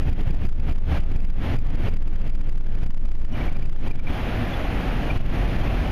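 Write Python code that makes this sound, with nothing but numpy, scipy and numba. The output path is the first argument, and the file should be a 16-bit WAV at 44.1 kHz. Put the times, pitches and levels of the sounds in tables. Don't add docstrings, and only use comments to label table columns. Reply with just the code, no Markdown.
import sys
import numpy as np
from scipy import signal
from scipy.fft import rfft, irfft, next_fast_len
from scipy.io import wavfile
from scipy.ndimage import uniform_filter1d
from numba import njit

SR = 44100
rng = np.random.default_rng(int(sys.argv[2]) if len(sys.argv) > 2 else 0)


def decibels_to_gain(level_db):
    exponent = np.asarray(level_db, float) / 20
    return 10 ** exponent


def master_out(mix):
    frames = np.transpose(np.atleast_2d(mix))
    ceiling = np.clip(frames, -1, 1)
    pcm = np.round(ceiling * 32767).astype(np.int16)
    wavfile.write(sys.argv[1], SR, pcm)


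N = 260631


def evened(x):
    return x / np.sqrt(np.mean(x ** 2) + 1e-20)


def curve(rows, column):
    rows = np.array(rows)
    return np.interp(np.arange(N) / SR, rows[:, 0], rows[:, column])


def coloured(x, db_of_hz):
    size = next_fast_len(N + SR)
    return irfft(rfft(x, size) * decibels_to_gain(db_of_hz(np.fft.rfftfreq(size, 1 / SR))), size)[:N]


def shaped(x, points):
    point_hz, point_db = np.transpose(points)
    return coloured(x, lambda hz: np.interp(np.log(hz + 1), np.log(point_hz + 1), point_db))


def resonant_noise(centre_hz, width_hz):
    noise = rng.standard_normal(N)
    return evened(coloured(noise, lambda hz: -20 * np.log10(1 + ((hz - centre_hz) / width_hz) ** 2)))


# start_s, level_db, length_s
ROAD_PATCHES = [(-.1, -12, .17), (0.089, 0, 0.0091), (.197, -4, 0.026), (.29, -0.5, 0.062),
                (0.45, 13.5, 0.039), (0.574, -2.5, 0.025), (0.704, 9, .05), (0.97, 1.5, 0.066),
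                (1.106, 1.5, .18), (1.216, -2.5, .07), (1.539, 5, 0.05), (1.673, -6.5, .07), (1.88, 4, .15),
                (2.062, -0.2, .12), (2.271, 5.5, .12), (2.471, 8.5, .11), (2.638, -2, .111),
                (2.826, 9.5, .14), (3.023, 6.5, .05), (3.1, 9, .11), (3.453, -5, .118), (3.622, 5, .11),
                (3.874, 1.5, 0.11), (5.156, -5, 0.053), (5.533, -14, .01)]


def shake_size(rise_s=.045, fade_s=.08, smooth_road_db=-29):
    t = np.arange(N) / SR
    size = decibels_to_gain(smooth_road_db)
    for start_s, level_db, length_s in ROAD_PATCHES:
        since_s = np.maximum(t - start_s, 0)
        swell = 1 - np.exp(-since_s / rise_s)
        after = np.maximum(since_s - length_s, 0) / fade_s
        size = size + decibels_to_gain(level_db) * swell * np.exp(-after ** 2)
    return size


# time_s, rate_hz
SHAKE_RATE = [(0.0, 18.74), (0.317, 20.21), (0.39, 9.39), (0.626, 22.08), (0.78, 16.09), (0.84, 23.02),
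              (0.957, 18.79), (1.369, 18.31), (1.44, 12.5), (1.646, 18.8), (2.823, 17.35), (2.884, 13.36),
              (3.031, 18.2), (3.17, 14.54), (3.753, 14.88), (3.813, 12.96), (4.2, 12.4), (5.91, 18.85)]


def body_shake(size, start_rad=-.47, sway_db=-13):
    turns = np.cumsum(curve(SHAKE_RATE, 1)) / SR
    rocking = np.sqrt(2) * np.cos(2 * np.pi * turns + start_rad)
    sway = decibels_to_gain(sway_db) * resonant_noise(centre_hz=10, width_hz=5)
    return size * (rocking + sway)


# frequency_hz, density_db_per_hz
KNOCK_COLOUR = [(20, -28), (30, -4.5), (70, 5), (150, -2), (300, -12), (600, -26.5), (1200, -96)]
# time_s, load_db
SPRING_LOAD = [
    (0, 2),
    (2, 0),
    (4, -0.5),
    (4.3, -11),
    (4.8, -13),
    (5.2, 0),
    (5.91, -1),
]


def rumble(size, knock_db=-16.5, boom_db=-17, knock_share=0.43, boom_share=.7, knock_load=0.48):
    load_db = curve(SPRING_LOAD, 1)
    knocks = evened(shaped(rng.standard_normal(N), KNOCK_COLOUR))
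    boom = resonant_noise(centre_hz=39.14, width_hz=10)
    knocks = decibels_to_gain(knock_db + knock_load * load_db) * knocks * size ** knock_share
    return knocks + decibels_to_gain(boom_db + load_db) * boom * size ** boom_share


# time_s, pitch_hz, level_db
ENGINE_HUM = [(0, 73.9, -24.5), (.6, 72.83, -18), (1, 72.84, -22.5), (1.5, 75.75, -25.5), (2, 72, -28.5),
              (2.3, 59.53, -38), (4.2, 39.57, -41), (4.8, 38.85, -38), (5.2, 39.68, -25), (5.6, 45.22, -24),
              (5.91, 46, -26.5)]


def engine_hum(waver=.03, uneven_db=3):
    drift, swell = (evened(uniform_filter1d(row, size=4000)) for row in rng.standard_normal((2, N)))
    turns = np.cumsum(curve(ENGINE_HUM, 1) * (1 + waver * drift)) / SR
    level = decibels_to_gain(curve(ENGINE_HUM, 2) + uneven_db * swell)
    return np.sqrt(2) * level * np.sin(2 * np.pi * turns)


# start_s, peak_db, pitch_hz, length_s
TRIM_SQUEAKS = [(3.318, -45, 5700, 0.023), (3.322, -36, 2940, .03), (3.345, -36.5, 2400, 0.022),
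                (3.407, -33, 2310, 0.018), (3.477, -28.5, 2270, 0.02), (3.554, -31.5, 2420, 0.012),
                (3.621, -35, 2343, 0.013), (3.906, -26.5, 2373, 0.019), (3.991, -23.5, 2300, 0.017),
                (4.064, -27, 2340, 0.021), (4.531, -35, 3426, 0.018), (5.097, -26, 2370, 0.019),
                (5.609, -36.5, 3114, 0.018)]


def trim_squeaks(waver=0.025):
    out = np.zeros(N)
    for start_s, peak_db, pitch_hz, length_s in TRIM_SQUEAKS:
        count = len(np.arange(0, length_s, 1 / SR))
        wander = evened(uniform_filter1d(rng.standard_normal(2000), size=60))[:count]
        turns = pitch_hz * np.cumsum(1 + waver * wander) / SR
        tone = np.sin(2 * np.pi * turns) * signal.windows.tukey(count, .7)
        out[round(start_s * SR):][:count] += decibels_to_gain(peak_db) * tone
    return out


# frequency_hz, density_db_per_hz
WASH_COLOUR = [(15, -6), (40, 1), (70, -9.5), (140, -11), (190, -15), (260, -13), (400, -21.5), (750, -21),
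               (950, -27.5), (2400, -30), (3300, -35), (3700, -40), (7000, -52.5), (16000, -53.5)]
# time_s, level_db
WASH_LEVEL = [(0, -26), (.9, -23.5), (1.5, -25.5), (2.5, -25.5), (3.4, -26.5), (4.2, -23.5), (5, -23.5),
              (5.91, -24)]


def tunnel_wash(patchy_db=0.64, flicker_db=-0.25):
    frames = N // 128 + 5
    real, imaginary, patches = rng.standard_normal((frames, 257, 3)).T
    patches = uniform_filter1d(patches, size=6, axis=0)
    patches = evened(uniform_filter1d(patches, size=24, axis=1))
    flicker = evened(uniform_filter1d(rng.standard_normal(frames), size=5))
    spectrum = (real + 1j * imaginary) * decibels_to_gain(patchy_db * patches + flicker_db * flicker)
    noise = signal.istft(spectrum, nperseg=512, noverlap=384)[1][:N]
    return decibels_to_gain(curve(WASH_LEVEL, 1)) * evened(shaped(noise, WASH_COLOUR))


def scene():
    size = shake_size()
    return (body_shake(size) + rumble(size) + engine_hum() + trim_squeaks() + tunnel_wash())[None]


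@njit
def stepped_gain(x, tick, step, fall, rise, hold, chase, top, settle, sink, low, memory, gain):
    out, peak, since_down, since_up, limit = np.empty(len(x)), 0., hold, rise, top
    for n in range(len(x)):
        peak = max(abs(x[n]), peak * memory)
        if tick[n]:
            since_down, since_up = since_down + 1, since_up + 1
            limit = max(limit * sink, settle) if since_down < chase else top
            may_rise = since_down >= hold and since_up >= rise and gain * step < 1.01
            if peak * gain > limit and since_down >= fall:
                gain, since_down = gain / step, 0.
            elif peak * gain < low and may_rise:
                gain, since_up = gain * step, 0.
        out[n] = gain
    return out


def gain_control(x, clock_hz=4800, step_db=.75, fall_ticks=2, rise_ticks=16., hold_s=0.0105, chase_s=.008,
                 top_db=-11.5, settle_db=-14, sink_db_per_s=-400, low_db=-15, memory_s=0.00035, start_db=-3):
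    tick = np.diff(np.floor(np.arange(N + 1) * clock_hz / SR)) > 0
    memory = np.exp(-1 / (memory_s * SR))
    sink = decibels_to_gain(sink_db_per_s / clock_hz)
    return x * stepped_gain(x, tick, decibels_to_gain(step_db), fall_ticks, rise_ticks, hold_s * clock_hz,
                            chase_s * clock_hz, decibels_to_gain(top_db), decibels_to_gain(settle_db), sink, decibels_to_gain(low_db),
                            memory, decibels_to_gain(start_db))


# frequency_hz, gain_db
BAND_SHAPE = [(3000, -1), (7000, -4), (7700, -12), (7760, -44), (7930, -40), (8000, -9), (9500, -4.5),
              (11820, -4), (11870, -18), (11920, -5), (14300, -3.5), (15040, -9), (15100, -47)]


def band_shape(x, block_hz=4):
    blocked = signal.lfilter(*signal.butter(1, block_hz, "high", fs=SR), x)
    return shaped(blocked, BAND_SHAPE)


def starved_treble(x, floor_db=-84, slope=0.37, from_hz=3000):
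    hz, _, z = signal.stft(x, SR, nperseg=256)
    band_db = 10 * np.log10(uniform_filter1d(abs(z) ** 2, size=7, axis=0) + 1e-14)
    under_db = np.minimum(band_db - floor_db, 0) * (hz[:, None] > from_hz)
    return signal.istft(z * decibels_to_gain(slope * under_db), SR, nperseg=256)[1][:N]


def treble_holes(x, under_db=1.5, floor_db=-104, from_hz=6000):
    hz, _, z = signal.stft(x, SR, nperseg=2048)
    band_db = 10 * np.log10(uniform_filter1d(abs(z) ** 2, size=6, axis=0) + 1e-14)
    usual_db = np.median(band_db[(hz > 9000) & (hz < 14000)], axis=0)
    faint = band_db < np.maximum(usual_db - under_db, floor_db)
    dropped = faint & (hz[:, None] > from_hz)
    return signal.istft(z * ~dropped, SR, nperseg=2048)[1][:N]


def roll_off(x):
    return signal.sosfilt(signal.butter(12, 15720, fs=SR, output="sos"), x)


def record(dry):
    heard = band_shape(gain_control(dry[0]))
    mix = treble_holes(starved_treble(heard))[None]
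    return roll_off(mix)


dry = scene()
out = record(dry)
master_out(out)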